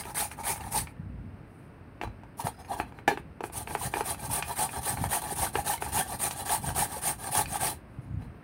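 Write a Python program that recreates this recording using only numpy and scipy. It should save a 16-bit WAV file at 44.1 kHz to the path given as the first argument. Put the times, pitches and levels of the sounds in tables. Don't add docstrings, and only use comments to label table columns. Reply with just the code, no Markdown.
import sys
import numpy as np
from scipy import signal
from scipy.fft import rfft, irfft, next_fast_len
from scipy.io import wavfile
from scipy.ndimage import uniform_filter1d

SR = 44100
rng = np.random.default_rng(int(sys.argv[2]) if len(sys.argv) > 2 else 0)


def convert_level_to_amplitude(level_db):
    exponent = np.asarray(level_db, float) / 20
    return 10 ** exponent


def put_to_file(sound):
    columns = np.atleast_2d(sound).T
    safe = np.clip(columns, -1, 1)
    whole_steps = np.round(safe * 32767)
    wavfile.write(sys.argv[1], SR, whole_steps.astype(np.int16))


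N = 371763

# (frequency [Hz], level per Hz [dB])
ROOM_COLOUR = [(40, -15), (110, -4.5), (250, -1.5), (400, -7), (850, -13), (1500, -16.5), (2700, -24),
               (3300, -34.5), (5000, -37.5), (7300, -54), (8600, -36), (10500, -45.5), (16000, -47)]
# (frequency [Hz], time to fall 60 dB [s])
ECHO_TIMES = [(200, 0.34), (400, 0.14), (800, 0.12), (3000, 0.21), (9000, 0.15), (16000, 0.17)]
# (frequency [Hz], level per Hz [dB])
SHAKE_COLOUR = [(28, -40.5), (45, 2), (80, 5), (130, 1.5), (200, -5.5), (300, -10), (450, -56.5),
                (1500, -110)]
# (start [s], end [s])
RUBBING_RUNS = [
    (0.0, 1.4),
    (3.5, 7.8),
]
# (time [s], level [dB], swell [s], sink [s])
LEANS = [(.55, -50.5, 0.067, .15), (.81, -39, 0.36, 0.086), (1.02, -38.5, 0.035, 0.46),
         (1.27, -44, 0.086, 0.054), (2.07, -35.5, 0.047, 0.095), (2.46, -42, 0.061, .06),
         (2.84, -43, 0.13, 0.075), (3.25, -44.5, 0.19, 0.11), (3.45, -50, .08, .06),
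         (3.65, -46, 0.13, 0.31), (3.87, -33, 0.045, 0.026), (4.02, -48, 0.1, 0.16),
         (4.32, -39.5, 0.2, 0.063), (4.79, -40, 0.038, 0.052), (5.04, -35, 0.21, 0.13),
         (5.4, -41.5, 0.14, 0.24), (5.56, -39, 0.025, 0.13), (5.97, -38.5, .25, 0.047),
         (6.15, -45, .12, 0.049), (6.6, -29.5, 0.03, 0.011), (6.691, -31.5, 0.049, 0.065),
         (6.81, -36.5, 0.096, 0.07), (7.49, -41.5, 0.2, 0.11), (7.65, -45, .06, 0.2),
         (8.0, -48, 0.021, .06), (8.16, -35, 0.15, 0.18)]
# (time [s], level [dB], frequency [Hz])
JOLTS = [(0.994, -24, 130.5), (1.046, -29, 106), (1.139, -31, 129), (1.239, -32.5, 140), (2.443, -22, 115),
         (3.07, -40, 202), (4.936, -21, 96), (5.02, -18, 139), (5.319, -31, 88.8), (6.251, -29, 74),
         (6.58, -36, 116), (6.638, -20, 113), (6.754, -37, 96.9), (7.303, -25, 103), (7.398, -22, 78.1),
         (7.623, -22.5, 91.5), (7.984, -21, 97.2), (8.119, -28, 102.6)]
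# (time of greatest force [s], hiss level [dB], rise [s], fall [s])
CUTTING_STROKES = [(0.0, -37.5, .01, 0.027), (.192, -30.5, 0.043, 0.075), (.491, -29.5, 0.054, 0.052),
                   (.576, -46, 0.051, 0.016), (.774, -30.5, 0.062, 0.051), (3.577, -37.5, 0.051, 0.052),
                   (3.859, -35, 0.081, 0.03), (4.095, -33.5, 0.053, 0.045), (4.356, -31, 0.06, 0.051),
                   (4.611, -30.5, 0.052, 0.058), (4.886, -32, 0.069, 0.059), (5.149, -29.5, 0.056, 0.046),
                   (5.221, -38, 0.005, 0.0064), (5.426, -30.5, 0.068, 0.059), (5.702, -30, 0.054, 0.06),
                   (5.983, -28.5, 0.059, 0.048), (6.254, -29.5, 0.062, 0.034), (6.308, -39, 0.0063, 0.043),
                   (6.533, -29, .076, 0.048), (6.804, -28, 0.054, 0.056), (7.074, -29.5, 0.055, 0.054),
                   (7.2, -52, 0.0078, 0.058), (7.379, -28, 0.064, 0.05), (7.651, -28.5, 0.054, 0.07)]
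# (time of greatest force [s], hiss level [dB], rise [s], fall [s])
RETURN_STROKES = [(0.055, -47.5, 0.013, 0.023), (.108, -49, 0.059, 0.023), (.318, -50.5, 0.016, 0.034),
                  (.404, -50, 0.034, 0.026), (0.614, -48.5, 0.029, 0.01), (.67, -49, 0.051, 0.037),
                  (3.745, -43.5, .078, 0.018), (3.993, -40.5, 0.075, .029), (4.26, -41, 0.077, 0.022),
                  (4.509, -39, .068, 0.037), (4.784, -40.5, 0.1, 0.018), (5.042, -40.5, 0.08, 0.034),
                  (5.321, -39, 0.11, 0.024), (5.566, -38, 0.035, 0.063), (5.827, -40, 0.022, 0.089),
                  (6.13, -41.5, 0.081, 0.042), (6.4, -40.5, 0.055, 0.042), (6.684, -37.5, 0.066, 0.047),
                  (6.969, -40.5, 0.09, 0.033), (7.272, -40.5, 0.084, 0.034), (7.558, -37, 0.081, 0.026)]
# (time [s], hiss level [dB], rise [s], fall [s], ring over the hiss [dB])
BRUSHES = [(.89, -63, 0.017, .035, 7), (2.55, -68, .03, .03, 7), (2.66, -65, 0.027, .03, 4),
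           (1.56, -73, 0.1, 0.15, -24), (2.033, -58.5, 0.018, 0.025, 21), (2.408, -43, 0.034, 0.024, 3),
           (2.458, -41, 0.02, 0.04, 7), (2.606, -60, 0.027, 0.019, 14), (2.732, -47.5, 0.051, 0.029, 12),
           (2.792, -49, 0.024, 0.035, 14.5), (2.88, -72.5, 0.038, 0.044, 18),
           (2.985, -69.5, 0.045, .03, 19.5), (3.086, -50, 0.011, 0.05, 15), (3.18, -62, 0.008, 0.029, -1),
           (3.116, -59, .004, .04, 0), (3.446, -48, 0.015, 0.04, -3), (7.93, -76, .06, 0.08, -6),
           (8.025, -73, 0.032, 0.06, 7), (8.229, -70.5, .044, 0.051, 15)]
# (frequency [Hz], level per Hz [dB])
HISS_COLOUR = [(5000, -12.5), (7000, -8.5), (7500, -12.5), (8400, 3), (8750, 5), (10300, 1.5), (11600, -4),
               (14000, -8), (16000, -6.5)]
# (frequency [Hz], level per Hz [dB])
STANDING_RASP = [(300, -4), (600, -12), (1300, -1.5), (1700, 2.5), (2250, 5), (2900, -8), (3300, -6.5),
                 (4300, -1.5), (8200, -8)]
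# (frequency [Hz], level per Hz [dB])
FLAT_RASP = [(300, -1), (600, -10.5), (1150, 6.5), (1400, 0.5), (1700, 3.5), (2050, -1), (2450, -2.5),
             (4300, -2), (8200, -5.5)]
# (frequency [Hz], level [dB], time to fall 60 dB [s])
GRATER_MODES = [(424, -11.5, 0.058), (738, -13, 0.02), (786, 2, 0.076), (848, 5.5, 0.06), (930, -0.5, 0.04),
                (1142, -3, 0.042), (1600, -5, 0.045)]
# (frequency [Hz], level [dB], time to fall 60 dB [s])
WALL_MODES = [(1700, -7.5, .03), (2370, -12.5, 0.035), (2900, -15, 0.043), (3360, -13, 0.026),
              (4140, -13.5, 0.056), (4670, -26, 0.02)]
# (frequency [Hz], level [dB])
CLACK_COLOUR = [(700, -11.5), (1350, -9.5), (1650, 0), (2050, -4.5), (2500, 3.5), (3300, -8.5),
                (5000, -9.5), (9000, -30)]
# (time [s], level [dB], frequency [Hz])
SINGING = [(0.222, -28, 850), (.253, -34.5, 800), (.408, -40, 880), (.47, -31.5, 850), (0.504, -29, 840),
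           (.535, -37.5, 860), (.617, -34, 820), (.672, -35.5, 780), (0.749, -31, 864), (2.4, -26.5, 940),
           (2.768, -31, 850), (2.83, -39, 835), (3.84, -41, 850), (4.11, -34, 830), (4.197, -39.5, 870),
           (4.262, -43, 934), (4.302, -34, 910), (4.378, -34.5, 900), (4.602, -28.5, 805),
           (4.873, -34, 800), (5.549, -36, 880), (5.675, -31, 790), (5.738, -27.5, 880), (5.865, -32, 850),
           (5.946, -29, 800), (6.1, -35, 785), (6.249, -26, 820), (6.763, -31, 765), (7.389, -21.5, 848),
           (7.626, -26, 760), (7.72, -38, 850), (2.7, -33.5, 830), (2.709, -26.5, 808), (2.739, -32, 964),
           (3.712, -29, 850), (3.815, -32, 960), (4.33, -34, 840), (4.358, -33.5, 870), (4.512, -28.5, 950),
           (4.642, -24.5, 837), (4.898, -37, 850), (5.169, -24.5, 810), (5.31, -29, 813), (5.325, -34, 403),
           (6.97, -33.5, 500), (7.245, -40.5, 1700), (.003, -44, 1750), (5.392, -28.5, 840),
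           (5.431, -30, 890), (5.59, -20, 766), (5.7, -21.5, 840), (5.973, -21.5, 887), (6.277, -28.5, 810),
           (6.505, -28.5, 820), (6.546, -23.5, 870), (6.826, -21.5, 838), (6.527, -25, 840),
           (6.645, -35.5, 877), (6.917, -36, 845), (6.958, -32.5, 805), (7.059, -26.5, 784),
           (7.076, -25.5, 823), (7.412, -25.5, 850), (7.686, -30, 850)]
# (time [s], blow [dB], rim over blow [dB], crack over blow [dB])
GRATER_JOGS = [(0.037, -47, 18, -5.5), (.148, -29, -11, -10), (0.315, -35, 10.5, -22),
               (0.56, -27, -12, -24), (.872, -38, 13, -21), (2.403, -25, -12, -8.5), (2.471, -36, -3, 3),
               (2.648, -41, 4, -20), (4.146, -27, -6, -16), (4.425, -22, 7, -10), (4.495, -24, -11.5, -18),
               (4.692, -33.5, 2, -17), (4.972, -24.5, 0, -37), (5.04, -12.5, -9.5, -22),
               (5.131, -16.5, -16, -27), (5.24, -30.5, 1.5, -25), (6.148, -22, -20.5, -32),
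               (6.31, -26, -1, -4), (6.705, -15.5, -16, -22), (7.352, -12.5, -18, -13),
               (7.458, -44.5, 15.5, 2), (7.559, -10.5, -25.5, -20)]
# (time [s], blow [dB], rim over blow [dB], bowl over blow [dB])
BOWL_KNOCKS = [(.054, -35, 3, -4), (2.014, -19, -3.5, -13), (2.036, -16.5, -17, -10.5),
               (2.075, -32, -5, -13), (2.235, -34, -13.5, -28), (2.4695, -13.5, -9, -14),
               (2.8, -14, -3.5, -9.5), (2.923, -33.5, -6, -8), (2.988, -39, 5, -5), (3.079, -12.5, -1, -3),
               (3.114, -16.5, -10, -22), (3.1743, -23, -0.5, -6), (3.407, -20, -13, -6),
               (3.439, -17, -6.5, -8.5), (3.499, -30, -7, -9), (3.54, -46, 8, 4), (3.674, -26, -2, -10),
               (3.708, -21.5, -14, -8.5), (3.751, -12, -6, -13.5), (3.939, -13, -4, -14),
               (3.958, -26, 6.5, 0), (3.971, -16, -15.5, -12), (4.008, -12, -6.5, -11),
               (5.555, -14.5, 1, -5), (5.823, -16, -5, -11), (8.221, -44, 2, -2)]
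# (time [s], level [dB], frequency [Hz])
TOOTH_TICKS = [(0.17, -27, 2100), (0.3935, -44, 2220), (0.4379, -43, 2330), (0.4504, -38, 2190),
               (0.4678, -32, 1760), (0.5786, -38, 1640), (0.6085, -36, 2610), (0.6384, -36, 1790),
               (0.7337, -42, 1220), (0.9667, -50, 1650), (2.5456, -48, 1320), (4.0896, -32, 1760),
               (4.1954, -39, 2400), (4.569, -35, 1650), (4.7321, -33, 1700), (4.7616, -42, 1600),
               (5.1183, -31, 1800), (5.2624, -38, 1790), (5.2954, -33, 1640), (5.3727, -38, 1660),
               (5.4201, -32, 1720), (5.6521, -42, 2800), (5.673, -35, 1650), (5.7369, -29, 2900),
               (5.7793, -33, 2090), (5.9609, -30, 1630), (6.0766, -40, 2850), (6.2174, -37, 1790),
               (6.4577, -35, 1200), (6.4946, -23, 1650), (6.6907, -25.5, 1670), (6.7627, -32, 1250),
               (6.7765, -27, 1310), (6.9102, -40.5, 1690), (7.0389, -31, 1610), (7.3198, -37, 1760),
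               (7.4579, -28, 2400), (7.5448, -31, 1240), (7.605, -30, 1620)]
# (time [s], length [s], frequency [Hz], rise in frequency [Hz], level [dB])
SKIN_SQUEAKS = [
    (2.52, .075, 5030, 30, -68),
    (2.58, .04, 5080, 10, -64),
    (2.61, .065, 5090, 0, -68),
    (2.585, .085, 6430, 10, -70),
    (8.016, .033, 10600, 0, -73),
    (8.0, .2, 6780, 0, -86),
    (8.345, .035, 15200, -900, -80),
]
# (frequency [Hz], level [dB], time to fall 60 dB [s])
LANDING_MODES = [(810, 10, 0.044), (850, -5.5, .11), (1720, 3, 0.056), (285, -4, 0.094), (540, -12, 0.069),
                 (633, -2, 0.06), (1170, -9.5, 0.065), (958, -7, 0.055), (1620, -10, .13),
                 (2137, -12, 0.055), (2366, -10, 0.062), (2700, -18, 0.059), (2972, -8, 0.035),
                 (3640, -14, .06)]

ROOM_DB = -53
REST_DB, BUSY_DB = -51, -48
LAID_FLAT_S = 1.5
UPRIGHT_TUNE = 1.04
CUT_RING_DB, CUT_RASP_DB = -2, -5.5
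FIRM_DB = -40
RETURN_RING_DB, RETURN_RASP_DB = 4, -4.5
RING_KEEPS, RASP_KEEPS = 0.44, 0.21
SCUFF_RASP_DB, RASP_PER_RING = -9, 0.57
SNAG_SPREAD_DB, WALL_SPREAD_DB = 3, 5
KNOCK_CRACK_DB, KNOCK_RIM_HZ = -27.5, 1650
JOG_BOWL_DB, JOG_RIM_HZ = -27.5, 1904
BRIGHT_OCT_PER_DB = .03
LANDING_S, LANDING_DB = 3.078, -18.5
GRIP_S, GRIP_DB_PER_S = 3.132, 900
REBOUND_S, REBOUND_HZ, REBOUND_DB = 3.124, 412, -27


def evened(x):
    return x / np.sqrt(np.mean(x ** 2) + 1e-20)


def read(points, hz):
    f, value = np.transpose(points)
    return np.interp(np.log(hz + 1), np.log(f + 1), value)


def add(mix, s, sound):
    part = mix[round(s * SR):][:len(sound)]
    part += sound[:len(part)]


def colour(x, points):
    size = next_fast_len(len(x))
    gain = convert_level_to_amplitude(read(points, np.fft.rfftfreq(size, 1 / SR)))
    return evened(irfft(rfft(x, size) * gain, size)[:len(x)])


def flicker(hz):
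    span = max(int(SR / hz), 1)
    return evened(uniform_filter1d(uniform_filter1d(rng.standard_normal(N), span), span))


def snaps(per_s, spread_db):
    size = convert_level_to_amplitude(spread_db * np.minimum(rng.exponential(1, N), 4))
    return size * (rng.random(N) < per_s / SR) * rng.choice([-1., 1.], N)


def patchy(x, depth_db, wide, long):
    z = signal.stft(x, nperseg=256, noverlap=192)[2]
    field = uniform_filter1d(rng.standard_normal(z.shape), wide, axis=0)
    field = evened(uniform_filter1d(field, long, axis=1))
    return evened(signal.istft(z * convert_level_to_amplitude(depth_db * field), nperseg=256, noverlap=192)[1][:N])


def ring(modes, detune, turns, damping=1):
    t = np.arange(4000) / SR
    return sum(convert_level_to_amplitude(db - 60 * t * damping / t60) * np.sin(2 * np.pi * (hz * d * t + p))
               for (hz, db, t60), d, p in zip(modes, detune, turns))


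def clack(centre_hz, t60):
    hz = 900 * 5.5 ** ((np.arange(24) + rng.random(24)) / 24)
    db = read(CLACK_COLOUR, hz) - 4 * abs(np.log2(hz / centre_hz))
    return ring(zip(hz, db, t60 * (2000 / hz) ** .5), np.ones(24), 0.68 * rng.random(24))


def crack(t60):
    band = signal.butter(1, [2500, 7500], "bandpass", fs=SR, output="sos")
    t = np.arange(4000) / SR
    return signal.sosfilt(band, rng.standard_normal(len(t))) * convert_level_to_amplitude(-60 * t / t60)


def room_tone():
    level = convert_level_to_amplitude(ROOM_DB + 0.47 * flicker(5.8))
    return level * colour(rng.standard_normal(N), ROOM_COLOUR)


def leaning():
    t = np.arange(0, N + 64, 64) / SR
    busy = sum((t >= start) & (t < end) for start, end in RUBBING_RUNS)
    power = convert_level_to_amplitude(np.where(busy, BUSY_DB, REST_DB)) ** 2
    for s, db, swell, sink in LEANS:
        away = abs(t - s) / np.where(t < s, max(swell, .005), max(sink, .005))
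        power = power + convert_level_to_amplitude(db - 17.8 * away ** 1.54) ** 2
    return np.interp(np.arange(N) / SR, t, np.sqrt(power))


def counter():
    out = colour(snaps(300, 1.8), SHAKE_COLOUR) * leaning()
    t = np.arange(2500) / SR
    swell = (t / 0.0059) * np.exp(1 - t / 0.0051) / 1.47
    for s, db, hz in JOLTS:
        add(out, s, convert_level_to_amplitude(db - 3.5) * -np.sin(2 * np.pi * hz * 1.293 * t) * swell)
    return out


def strokes():
    touches = [(*row, CUT_RING_DB, CUT_RASP_DB) for row in CUTTING_STROKES]
    for s, db, rise, fall in RETURN_STROKES:
        lighter = FIRM_DB - db
        ring_db, rasp_db = RETURN_RING_DB + RING_KEEPS * lighter, RETURN_RASP_DB + RASP_KEEPS * lighter
        touches.append((s, db, rise, fall, ring_db, rasp_db))
    return touches + [(*row, SCUFF_RASP_DB + RASP_PER_RING * row[-1]) for row in BRUSHES]


def force():
    t, power = np.arange(0, N + 64, 64) / SR, 0
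    for s, hiss_db, rise, fall, ring_db, rasp_db in strokes():
        before, after = abs(s - t) / max(rise, .003), abs(t - s) / max(fall, .003)
        away = np.where(t < s, before ** 1.87 + 9 * np.maximum(before - 1.02, 0), after ** 2.5)
        over_hiss = np.array([[0], [ring_db], [rasp_db]])
        power = power + convert_level_to_amplitude(hiss_db + over_hiss - 12.1 * away) ** 2
    return [np.interp(np.arange(N) / SR, t, np.sqrt(p)) for p in power]


def hollow_ring(snags, upright, count=16, standing=4):
    place = np.repeat(rng.integers(0, count, N // 600 + 1), 600)[:N]
    place = np.where(upright, place % standing, standing + place % (count - standing))
    out = np.zeros(N)
    for k in range(count):
        modes = [(hz, db + SNAG_SPREAD_DB * rng.standard_normal(), t60) for hz, db, t60 in GRATER_MODES]
        if k >= standing:
            modes += [(hz, db + WALL_SPREAD_DB * rng.standard_normal(), t60) for hz, db, t60 in WALL_MODES]
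        tune = UPRIGHT_TUNE if k < standing else 1
        spread = np.where(np.arange(len(modes)) < len(GRATER_MODES), 0.025, .03)
        body = ring(modes, tune + spread * rng.standard_normal(len(modes)), np.zeros(len(modes)))
        out += signal.oaconvolve(snags * (place == k), body / np.linalg.norm(body))[:N]
    return out


def grating():
    hiss, rung, rasp = force()
    rows = convert_level_to_amplitude(1.32 * flicker(100))
    upright = np.arange(N) < LAID_FLAT_S * SR
    fine = patchy(colour(snaps(14000, 2.1), HISS_COLOUR), 2.8, wide=4, long=12) * hiss * rows
    tears = snaps(3500, 2.5)
    tears = np.where(upright, colour(tears, STANDING_RASP), colour(tears, FLAT_RASP))
    coarse = patchy(tears, 4.0, wide=3, long=14) * rasp * rows
    snags = rung * evened(snaps(1500, 2.74) * convert_level_to_amplitude(2.8 * flicker(66)))
    return fine + convert_level_to_amplitude(-1.42) * coarse + convert_level_to_amplitude(-1.72) * hollow_ring(snags, upright)


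def catches(count=12):
    rasp, which, out = force()[2], rng.integers(0, count, N), np.zeros(N)
    hits = rasp * evened(snaps(160, 3.35))
    for k in range(count):
        click = clack(3300, t60=0.025)[:800]
        out += signal.oaconvolve(hits * (which == k), click / np.linalg.norm(click))[:N]
    return convert_level_to_amplitude(-15) * out


def shudders():
    out, t = np.zeros(N), np.arange(-600, 900) / SR
    swell = np.exp(-np.where(t < 0, t / 0.0041, t / 0.008) ** 2)
    for s, db, hz in SINGING:
        waver = np.cumsum(evened(uniform_filter1d(rng.standard_normal(len(t)), 150))) * 45 / SR
        main = np.sin(2 * np.pi * (hz * t + waver + rng.random()))
        lower = np.sin(2 * np.pi * (0.926 * hz * t - waver + rng.random()))
        add(out, s + t[0], convert_level_to_amplitude(db - 1.0) * swell * (main + convert_level_to_amplitude(-9.5) * lower))
    return out


def blows():
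    hits = [(*row, KNOCK_CRACK_DB, KNOCK_RIM_HZ) for row in BOWL_KNOCKS]
    for s, db, rim_db, crack_db in GRATER_JOGS:
        rim_hz = JOG_RIM_HZ * 2 ** (BRIGHT_OCT_PER_DB * (crack_db - KNOCK_CRACK_DB))
        hits.append((s, db, rim_db, JOG_BOWL_DB, crack_db, rim_hz))
    return sorted(hits)


def knocks():
    out, t = np.zeros(N), np.arange(4000) / SR
    push = -np.sin(2 * np.pi * 1150 * t) * np.exp(-t / 0.00054)
    for s, blow_db, rim_db, bowl_db, crack_db, rim_hz in blows():
        steel = ring(GRATER_MODES[1:], 0.965 + .07 * rng.random(6), .1 * rng.random(6), damping=1.9)
        rim = clack(rim_hz, t60=0.022)
        bowl = ring([(323, -3.5, 0.045), (362, -10.0, 0.082)], 1.0 + 0.3 * rng.random(2), [0, 0])
        sound = steel / abs(steel).max()
        sound += convert_level_to_amplitude(rim_db) * rim / abs(rim).max()
        sound += convert_level_to_amplitude(bowl_db) * bowl / abs(bowl).max()
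        sound += convert_level_to_amplitude(crack_db + 1.5) * crack(0.038)
        rise = .0007 * max(convert_level_to_amplitude(-.9 * (rim_db + 10.0)), 1)
        add(out, s - rise, convert_level_to_amplitude(blow_db) * sound * np.minimum(t / rise, 1))
        if rim_db > -10:
            add(out, s - rise, convert_level_to_amplitude(blow_db + 0.35 * rim_db - 8.5) * push)
    return out


def ticks():
    out = np.zeros(N)
    for s, db, hz in TOOTH_TICKS:
        modes = [(hz, 0, 0.024), (hz * 1.8, -5, .012), (hz * .72, -6, .015)]
        tick = ring(modes, .95 + 0.11 * rng.random(3), [0, 0, 0])[:1500]
        add(out, s, convert_level_to_amplitude(db + 2) * tick / abs(tick).max())
    return out


def squeaks():
    out = np.zeros(N)
    for s, length, hz, rise_hz, db in SKIN_SQUEAKS:
        t = np.arange(int(length * SR)) / SR
        wobble = np.cumsum(rng.standard_normal(len(t))) * 0.064
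        grip = convert_level_to_amplitude(3.9 * evened(uniform_filter1d(rng.standard_normal(len(t)), 300)))
        whistle = np.sin(2 * np.pi * (hz + rise_hz * t / length / 2) * t + wobble)
        add(out, s, convert_level_to_amplitude(db) * grip * whistle * signal.windows.tukey(len(t), .4))
    return out


def landing():
    out, t = np.zeros(N), np.arange(4000) / SR
    count = len(LANDING_MODES)
    steel = ring(LANDING_MODES, np.ones(count), np.arange(count) / 3) * np.minimum(t / 0.0006, 1)
    choke = convert_level_to_amplitude(-GRIP_DB_PER_S * np.maximum(t + LANDING_S - GRIP_S, 0))
    add(out, LANDING_S, convert_level_to_amplitude(LANDING_DB) * steel * choke)
    rattle = clack(1600, t60=0.063) + convert_level_to_amplitude(7) * crack(0.059)
    add(out, LANDING_S, convert_level_to_amplitude(LANDING_DB - 12.5) * rattle)
    rock = np.sin(2 * np.pi * REBOUND_HZ * t) * np.exp(-((t - .015) / 0.0085) ** 4)
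    add(out, REBOUND_S - .015, convert_level_to_amplitude(REBOUND_DB) * rock)
    return out


def kitchen(x):
    taps = np.zeros(SR // 2)
    at = np.arange(150, len(taps) - 20, 20)
    taps[at + rng.integers(0, 20, len(at))] = rng.choice([-1., 1.], len(at))
    hz, t, z = signal.stft(taps, SR, nperseg=256)
    fade = convert_level_to_amplitude(-60 * t / read(ECHO_TIMES, hz)[:, None])
    tail = signal.istft(z * fade, SR, nperseg=256)[1]
    return signal.oaconvolve(x, tail / np.linalg.norm(tail))[:N]


def scene():
    rubbed = grating() + catches() + shudders() + squeaks()
    struck = knocks() + ticks() + landing()
    echoes = kitchen(convert_level_to_amplitude(-9) * rubbed + convert_level_to_amplitude(-7.5) * struck)
    mix = room_tone() + counter() + rubbed + struck + echoes
    return np.array([mix, mix])


def band_limit(x):
    return signal.sosfilt(signal.butter(12, 17020, fs=SR, output="sos"), x)


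def record(dry):
    low_cut = signal.butter(2, 40, "highpass", fs=SR, output="sos")
    rounded = .42 * np.tanh(signal.sosfilt(low_cut, dry) / .42)
    edge = signal.firwin(511, 15780, window=("kaiser", 9), fs=SR)
    return band_limit(signal.oaconvolve(rounded, edge[None], "same"))


dry = scene()
out = record(dry)
put_to_file(out)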